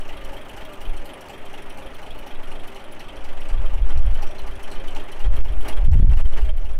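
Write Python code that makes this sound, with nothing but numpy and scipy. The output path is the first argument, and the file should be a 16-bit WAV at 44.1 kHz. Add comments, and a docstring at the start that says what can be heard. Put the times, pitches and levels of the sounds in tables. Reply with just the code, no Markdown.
"""Idling diesel in gusty wind

A large old six-cylinder diesel idles in its open housing, close to a small microphone.
Each firing knocks and rings as noise and sines, valves and injectors tick as bursts through resonances,
and sines on the crankshaft hum over the fan's roar of shaped noise. Gusts of low noise buffet the
microphone, lightly at first, then with pressure strokes hard enough to drive its limiter."""
import sys
import numpy as np
from scipy import signal
from scipy.fft import rfft, irfft
from scipy.io import wavfile
from scipy.ndimage import uniform_filter1d

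SR = 44100
rng = np.random.default_rng(int(sys.argv[2]) if len(sys.argv) > 2 else 0)


def log_audio(samples):
    """Write samples as a 16-bit WAV file to the path given in sys.argv[1]."""
    # one column per channel
    frames = np.atleast_2d(samples).T
    # limit to full scale, then quantise
    limited = np.clip(frames, -1, 1)
    pcm = np.round(limited * 32767).astype(np.int16)
    wavfile.write(sys.argv[1], SR, pcm)


N = 299439
STEP = 10  # envelopes are drawn at every tenth sample

# slow loudness of the engine at the microphone, fading at the end: (time [s], level [dB])
ENGINE_LEVEL = [(0, -41), (3.4, -41.5), (4.6, -41), (5.1, -40.5), (5.8, -43), (6.05, -41.5), (6.4, -42),
                (6.55, -47), (6.76, -46.5), (6.79, -61)]
# combustion knock of each cylinder:
# (place in the cycle [firings], ring level [dB], ring centre [Hz], low thud level [dB])
CYLINDER_KNOCKS = [(.8, -4, 2885, -2.5), (1.8, 1.5, 2857, -3), (2.75, 2.5, 3120, -3), (3.8, 2, 3212, -16),
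                   (4.8, -2.5, 2936, -2), (5.85, 3, 3024, -10)]
# resonances of the block: (frequency [Hz], width [Hz], relative level [dB])
BLOCK_MODES = [(271, 14, 4.5), (392, 26, 10), (540, 59, -20), (692, 170, -6), (883, 87, 6), (1183, 13, 8.5),
               (1890, 620, -4), (2410, 19, -7)]
# valve and injector ticks:
# (place in the cycle [firings], level [dB], t60 [s], brightness [dB per octave], favoured frequency [Hz])
VALVE_TICKS = [(.43, -9.5, 0.03, -1, 9050), (.8, -17, 0.15, 9, 6120), (1.64, 3, 0.017, -0.5, 14100),
               (1.81, -6.5, 0.11, 8.5, 4480), (2.42, -21, 0.037, 1.5, 8900), (2.7, -15.5, 0.19, 4.5, 12200),
               (3.45, -22, 0.028, -13, 9100), (3.82, -9.5, 0.054, 12, 9800), (4.38, -12, 0.021, 11, 9000),
               (4.75, -19, 0.19, 14, 6630), (5.65, -11.5, 0.062, -6, 9000), (5.83, -10, 0.074, 16, 11600)]
# resonances of the valve gear: (frequency [Hz], width [Hz], relative level [dB])
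GEAR_MODES = [(3990, 280, -12.5), (4170, 380, 4.5), (4750, 330, -1), (5630, 400, 5), (6180, 390, -3),
              (7390, 1270, -6.5), (8200, 780, -5.5), (8890, 240, -5), (9600, 800, -8.5), (10560, 600, -8),
              (11000, 1400, -13.5), (12800, 940, -14), (13700, 1000, -20.5), (14800, 940, -17.5)]
# the microphone drifts along the engine:
# (time [s], valve gear level [dB], valve gear brightness [dB per octave])
MIC_DRIFT = [(0, -1, 2), (1, -1, 2), (2, -2, 1.5), (3, -1.5, -0.5), (3.8, -3.5, -.6), (4.3, -1, -1.5),
             (4.9, -2, -2.5), (5.7, -1, 1.5), (6.2, -1, 1), (6.5, -1, 3), (6.79, 2, -3)]
# steady hum: (multiple of the firing rate [ratio], relative level [dB])
HUM_ORDERS = [(3, -57.5), (3.5, -75), (4, -59), (6, -66.5), (6.5, -63), (7, -72), (7.5, -65), (8, -63.5),
              (9, -65.5), (10, -59), (12, -54.5), (16, -55.5), (17.5, -67.5), (22, -55.5), (24, -62),
              (25, -57)]
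# spectrum of fan, intake and rattle: (frequency [Hz], relative level per Hz [dB])
ROAR_SPECTRUM = [(35, -7), (60, -1), (142, -5.5), (386, -2), (487, -5), (587, -1), (659, -2), (1100, -8),
                 (1210, -7.5), (1830, -11), (2990, -16), (3950, -29), (6910, -36.5), (10500, -37.5),
                 (15600, -49)]
# slow heave of the air at the microphone: (time [s], level [dB])
HEAVE_LEVEL = [(0.0, -21), (0.76, -37.5), (0.93, -17), (1.23, -48.5), (1.42, -28.5), (2.15, -29),
               (2.55, -18.5), (2.82, -37), (3.16, -19.5), (3.5, -19), (3.54, -9), (3.78, -19), (3.84, -8.5),
               (4.27, -16), (4.31, -23), (4.8, -20), (4.9, -10), (5.14, -26.5), (5.29, -19.5), (5.96, -11),
               (6.03, -23), (6.17, -9), (6.58, -11.5), (6.79, -16)]
# gusts of finer turbulence: (start [s], length [s], flutter level [dB], rustle level [dB])
FINE_GUSTS = [(0.137, 0.21, -39.5, -66), (0.502, 0.11, -42, -55), (0.849, 0.11, -31.5, -51),
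              (1.852, 0.052, -41, -75), (2.084, 0.078, -44, -55), (3.127, 0.32, -38.5, -67),
              (3.525, 0.11, -17.5, -35), (3.74, 0.089, -12, -48), (3.93, 0.17, -13, -32.5),
              (4.428, 0.15, -34, -54), (5.257, 0.054, -9, -33), (5.33, 0.092, -21.5, -36),
              (5.497, 0.13, -19.5, -38.5), (5.782, 0.086, -11.5, -35), (5.901, 0.043, -10, -10),
              (5.948, 0.063, -4, -15.5), (6.024, 0.043, -0.5, -27), (6.127, 0.1, -7, -56),
              (6.421, 0.076, -13.5, -41), (6.61, 0.25, -31.5, -46)]
# floor between gusts: (flutter level [dB], rustle level [dB])
CALM_LEVELS = [-59, -70]
# hard buffets, a suck then a slam; the engine's level moves between the two (mostly up)
# and again after the slam's peak (mostly down):
# (time [s], peak pressure ahead of the limiter [1], half length [s], swell [dB], dip [dB])
HARD_BUFFETS = [(0.897, 0.16, 0.011, 0, -1), (3.55, 0.52, .014, 3, -2.5), (3.652, .35, 0.018, 1.5, -2.5),
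                (3.779, 0.15, 0.036, -1, -6.5), (3.912, 0.53, 0.046, 3.5, 2),
                (4.004, 0.66, 0.021, -2.5, -1), (4.164, 0.38, 0.02, .6, 1.2), (4.229, 0.28, 0.022, 3, 1),
                (4.69, 0.11, 0.04, 0, 2.5), (4.98, 0.15, .045, 3, 1), (5.261, 0.38, 0.023, 4, -7.5),
                (5.373, 0.53, 0.043, 4, -12), (5.683, 0.44, 0.07, 9, 5), (5.879, 1.17, .013, -1, -5.5),
                (5.943, 0.55, 0.0086, 7.5, -2), (6.023, 0.81, 0.0089, 2, -3.5), (6.134, 0.46, .018, 7, -7),
                (6.199, 0.6, .025, 7, -11), (6.068, 0.78, .012, 4, -5), (6.331, 0.95, 0.029, 1.2, 5.5),
                (6.394, 0.34, 0.015, 6.5, -2.5), (6.493, 0.28, 0.025, 3, -5.5)]

FIRING_HZ = 24.67  # mean rate of the idle
# the governor hunts: firings ahead of a steady idle
HUNT_MEAN, HUNT_SWING, HUNT_PERIOD_S, HUNT_PEAK_S = -0.2693, 0.1987, 6.15, 1.84
PING_DB, BONK_HZ, BONK_DB = 8, 819, 10  # clean rings of the gas and of one panel
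SCATTER_DB = 4.0  # how unevenly one tick shakes the modes
SLIP = .0055  # turns by which a hum of order 1 wavers against the crankshaft
GUST_RISE_S, GUST_FALL_S = 0.019, 0.054  # exponential time constants
LUMPY_DB, LUMPS_HZ = 1.5, 7.7  # chance unevenness of all turbulence
SWELL_WIDTH, DIP_AFTER, DIP_S = 0.52, 1.38, 0.012  # in half lengths, in half lengths, in s
EDGE_HZ = 15750  # top of the recorded band


def gain_of(db):
    """Turns decibels into a factor."""
    return 10 ** (np.asarray(db) / 20)


def evened(x):
    """Scales to rms 1."""
    return x / np.sqrt(np.mean(x ** 2) + 1e-20)


def curve(rows):
    """Draws every column of a table against its times, sample by sample."""
    s, *columns = np.transpose(rows)
    return [np.interp(np.arange(N) / SR, s, c) for c in columns]


def coloured(x, gain):
    """Filters by a gain given as a function of frequency."""
    return irfft(rfft(x) * gain(np.fft.rfftfreq(N, 1 / SR) + 1e-3), N)


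def resonate(x, hz, width):
    """A fixed resonance of gain 1 at its peak."""
    return signal.lfilter(*signal.iirpeak(hz, hz / width, SR), x)


def glide(x, hz, width):
    """Shifts the curve hz down to zero, smooths twice, and shifts back: a steep moving resonance."""
    turn = np.exp(2j * np.pi * np.cumsum(hz) / SR)
    r = np.exp(-np.pi * width / SR)
    smooth = signal.lfilter([(1 - r) ** 2], [1, -2 * r, r ** 2], x / turn)
    return 2 * (turn * smooth).real


def held(envelope):
    """Spreads a coarse envelope over every sample."""
    return np.repeat(envelope, STEP)[:N]


def shaken(envelope):
    """Noise under a coarse envelope."""
    return held(envelope) * rng.standard_normal(N)


def firings():
    """Running count of firings: a steady idle plus the slow swing of the hunting governor."""
    t = np.arange(N) / SR
    swing = np.cos(2 * np.pi * (t - HUNT_PEAK_S) / HUNT_PERIOD_S)
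    return FIRING_HZ * t + HUNT_MEAN + HUNT_SWING * swing


def blows(count, place, t60, rise_s, spread_db, jitter_s):
    """Coarse envelope of one blow in every cycle, early or late, weak or strong; and the cycle number."""
    since = count[::STEP] - place
    cycle = np.floor(since / 6 + 1 / 12).astype(int)  # leaves half a firing of room for early blows
    late, strong = rng.standard_normal((32, 2))[cycle + 1].T
    t = np.maximum((since - 6 * cycle) / FIRING_HZ - jitter_s * late, 0)
    shape = (1 - np.exp(-t / rise_s)) * gain_of(spread_db * strong - 60 * t / t60)
    return shape, cycle + 1


def knock(count):
    """The pressure jump in each cylinder rings its gas near 3 kHz, never twice alike, and thuds the block."""
    ring = thud = 0
    for place, ring_db, _, thud_db in CYLINDER_KNOCKS:
        blow, _ = blows(count, place, t60=0.093, rise_s=0.011, spread_db=1.5, jitter_s=0.00032)
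        ring = ring + gain_of(ring_db) * blow
        thud = thud + gain_of(thud_db) * blow

    # the pitch steps to the next cylinder just before its knock, and strays at each firing
    firing = np.floor(count + 1.25).astype(int)
    cylinder_hz = np.roll(np.transpose(CYLINDER_KNOCKS)[2], 2)
    hz = cylinder_hz[firing % 6] * (1 + .02 * rng.standard_normal(180)[firing])
    drive = shaken(ring)
    ping = held(ring ** 2) * np.sin(2 * np.pi * np.cumsum(hz) / SR)  # squared: the clean part is shorter
    gas = gain_of(PING_DB) * ping
    gas += gain_of(15) * glide(drive, hz, 530)
    gas += gain_of(14.0) * resonate(resonate(drive, 2680, 810), 2570, 890)

    # one cylinder rings a wall panel
    panel, _ = blows(count, CYLINDER_KNOCKS[1][0], t60=0.067, rise_s=0.0048, spread_db=2.3, jitter_s=0.0015)
    bonk = held(panel) * np.sin(2 * np.pi * BONK_HZ * np.arange(N) / SR)

    thud_drive, block = shaken(thud), np.zeros(N)
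    for k, (mode_hz, width, db) in enumerate(BLOCK_MODES):
        level = gain_of(db + 2.46 * rng.standard_normal(180)[firing])
        block += level * resonate(thud_drive, mode_hz, width) * (-1) ** k  # neighbours in opposite phase
    return gas + gain_of(20.5) * block + gain_of(BONK_DB) * bonk


def ticks(count):
    """Each tick shakes the valve gear's modes, most those near its own, by amounts that change each cycle."""
    shapes = [blows(count, place, t60, rise_s=0.0026, spread_db=1.5, jitter_s=0.0019)
              for place, _, t60, _, _ in VALVE_TICKS]
    level_db, tilt_db = curve(MIC_DRIFT)
    out = np.zeros(N)
    for hz, width, mode_db in GEAR_MODES:
        octaves = np.log2(hz / 8000)  # brightness tilts about 8 kHz
        shake = 0
        for (_, db, _, bright_db, own_hz), (shape, cycle) in zip(VALVE_TICKS, shapes):
            near_db = 8.6 * np.exp(-(np.log2(hz / own_hz) / 0.16) ** 2)
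            chance_db = SCATTER_DB * rng.standard_normal(32)
            shake = shake + gain_of(db + near_db + bright_db * octaves + chance_db)[cycle] * shape
        rung = resonate(resonate(shaken(shake), hz, width), hz, 2.1 * width)
        out += gain_of(mode_db + 8 + level_db + tilt_db * octaves) * rung
    return out


def roar():
    """Fan, intake and rattle: broad noise whose level drifts in patches of time and frequency."""
    frames = N // 128 + 5
    a, b, patches = rng.standard_normal((frames, 257, 3)).T
    patches = uniform_filter1d(patches, 6, 0)  # across frequency
    patches = evened(uniform_filter1d(patches, 12, 1))  # across time
    spectra = (a + 1j * b) * gain_of(1.6 * patches)
    noise = signal.istft(spectra, nperseg=512, noverlap=384)[1][:N]
    f, db = np.transpose(ROAR_SPECTRUM)
    return evened(coloured(noise, lambda hz: gain_of(np.interp(np.log(hz), np.log(f), db))))


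def hum(count):
    """Sines locked to the crankshaft; the higher ones waver more in level and pitch."""
    out = np.zeros(N)
    for order, db in HUM_ORDERS:
        swell, slip = (np.interp(np.arange(N), np.linspace(0, N, 70), v)
                       for v in rng.standard_normal((70, 2)).T)
        turns = order * count + SLIP * order ** 1.525 * slip + rng.random()
        out += gain_of(db + order / 4 * swell) * np.sqrt(2) * np.sin(2 * np.pi * turns)
    return out


def gusts():
    """Strength of heave, flutter and rustle: each gust of the finer two rises fast, holds and dies away."""
    t = np.arange(0, N, STEP) / SR
    start, length, *levels_db = np.transpose(FINE_GUSTS)[:, :, None]
    rise = np.minimum(t - start, 0) / GUST_RISE_S
    fall = np.maximum(t - start - length, 0) / GUST_FALL_S
    shape = np.exp(rise - fall)
    fine = [held(gain_of(calm_db) + (gain_of(db) * shape).sum(0))
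            for calm_db, db in zip(CALM_LEVELS, levels_db)]
    return [gain_of(curve(HEAVE_LEVEL)[0])] + fine


def wind(cover):
    """Three scales of eddies in uneven lumps, partly swept away by the hard buffets."""
    out = np.zeros(N)
    # heave, flutter, rustle: (peak [Hz], slope below, slope above, share a buffet sweeps away)
    eddies = [(9.1, 1.46, 3.2, 0.44), (43.6, 1.22, 4.72, 0.58), (100.5, 0.97, 6.6, 0.26)]
    for level, (top_hz, below, above, swept) in zip(gusts(), eddies):
        eddy = coloured(rng.standard_normal(N),
                        lambda hz: 1 / ((top_hz / hz) ** below + (hz / top_hz) ** above))
        power = abs(uniform_filter1d(eddy ** 2, int(3 * SR / top_hz)))
        steady = eddy / np.sqrt(power + 1e-12)  # so the gusts alone set the strength
        lumps = evened(coloured(rng.standard_normal(N), lambda hz: 1 / (1 + (hz / LUMPS_HZ) ** 2)))
        out += level * gain_of(LUMPY_DB * lumps) * steady * (1 - swept * cover)
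    return out


def buffets():
    """Suck-and-slam pressure, how fully it covers each moment, and the dB by which it moves the engine."""
    t = np.arange(N) / SR
    s, push, half, swell_db, dip_db = np.transpose(HARD_BUFFETS)[:, :, None]
    u = (t - s) / half
    pressure = (push * u * np.exp(.5 - .5 * u ** 2)).sum(0)  # peaks at u = -1 and 1
    cover = np.exp(-u ** 2 / 8).max(0)
    swell = swell_db * np.exp(-.5 * (u / SWELL_WIDTH) ** 2)
    dip = dip_db * np.exp(-.5 * ((u - DIP_AFTER) * half / DIP_S) ** 2)
    return pressure, cover, (swell + dip).sum(0)


def scene():
    """The engine parts share one loudness, which the buffets move; the wind adds its own pressure."""
    count = firings()
    engine = knock(count) + ticks(count) + gain_of(-1.5) * roar() + gain_of(39.0) * hum(count)
    pressure, cover, move_db = buffets()
    engine_gain = gain_of(curve(ENGINE_LEVEL)[0] + move_db)
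    return (engine_gain * engine + wind(cover) + pressure)[None]


def record(dry):
    """A limiter ducks everything under the buffets; sudden ones slip past it and clip; then the band limit."""
    x = dry[0] - dry.mean()  # no steady pressure passes
    over_db = np.maximum(20 * np.log10(abs(x) / 0.443 + 1e-9), 0)
    fall_db = np.arange(N) * 460.0 / SR  # recovers this many dB a second
    held_db = np.maximum.accumulate(over_db + fall_db) - fall_db
    lag = np.exp(-1 / (0.0027 * SR))  # it takes a few milliseconds to act
    duck_db = 0.853 * signal.lfilter([1 - lag], [1, -lag], held_db)
    limited = np.clip(x / gain_of(duck_db), -.61, .61)
    low_pass = signal.firwin(2047, EDGE_HZ, window=("kaiser", 9), fs=SR)
    return signal.oaconvolve(limited, low_pass, "same")[None]


dry = scene()
out = record(dry)
log_audio(out)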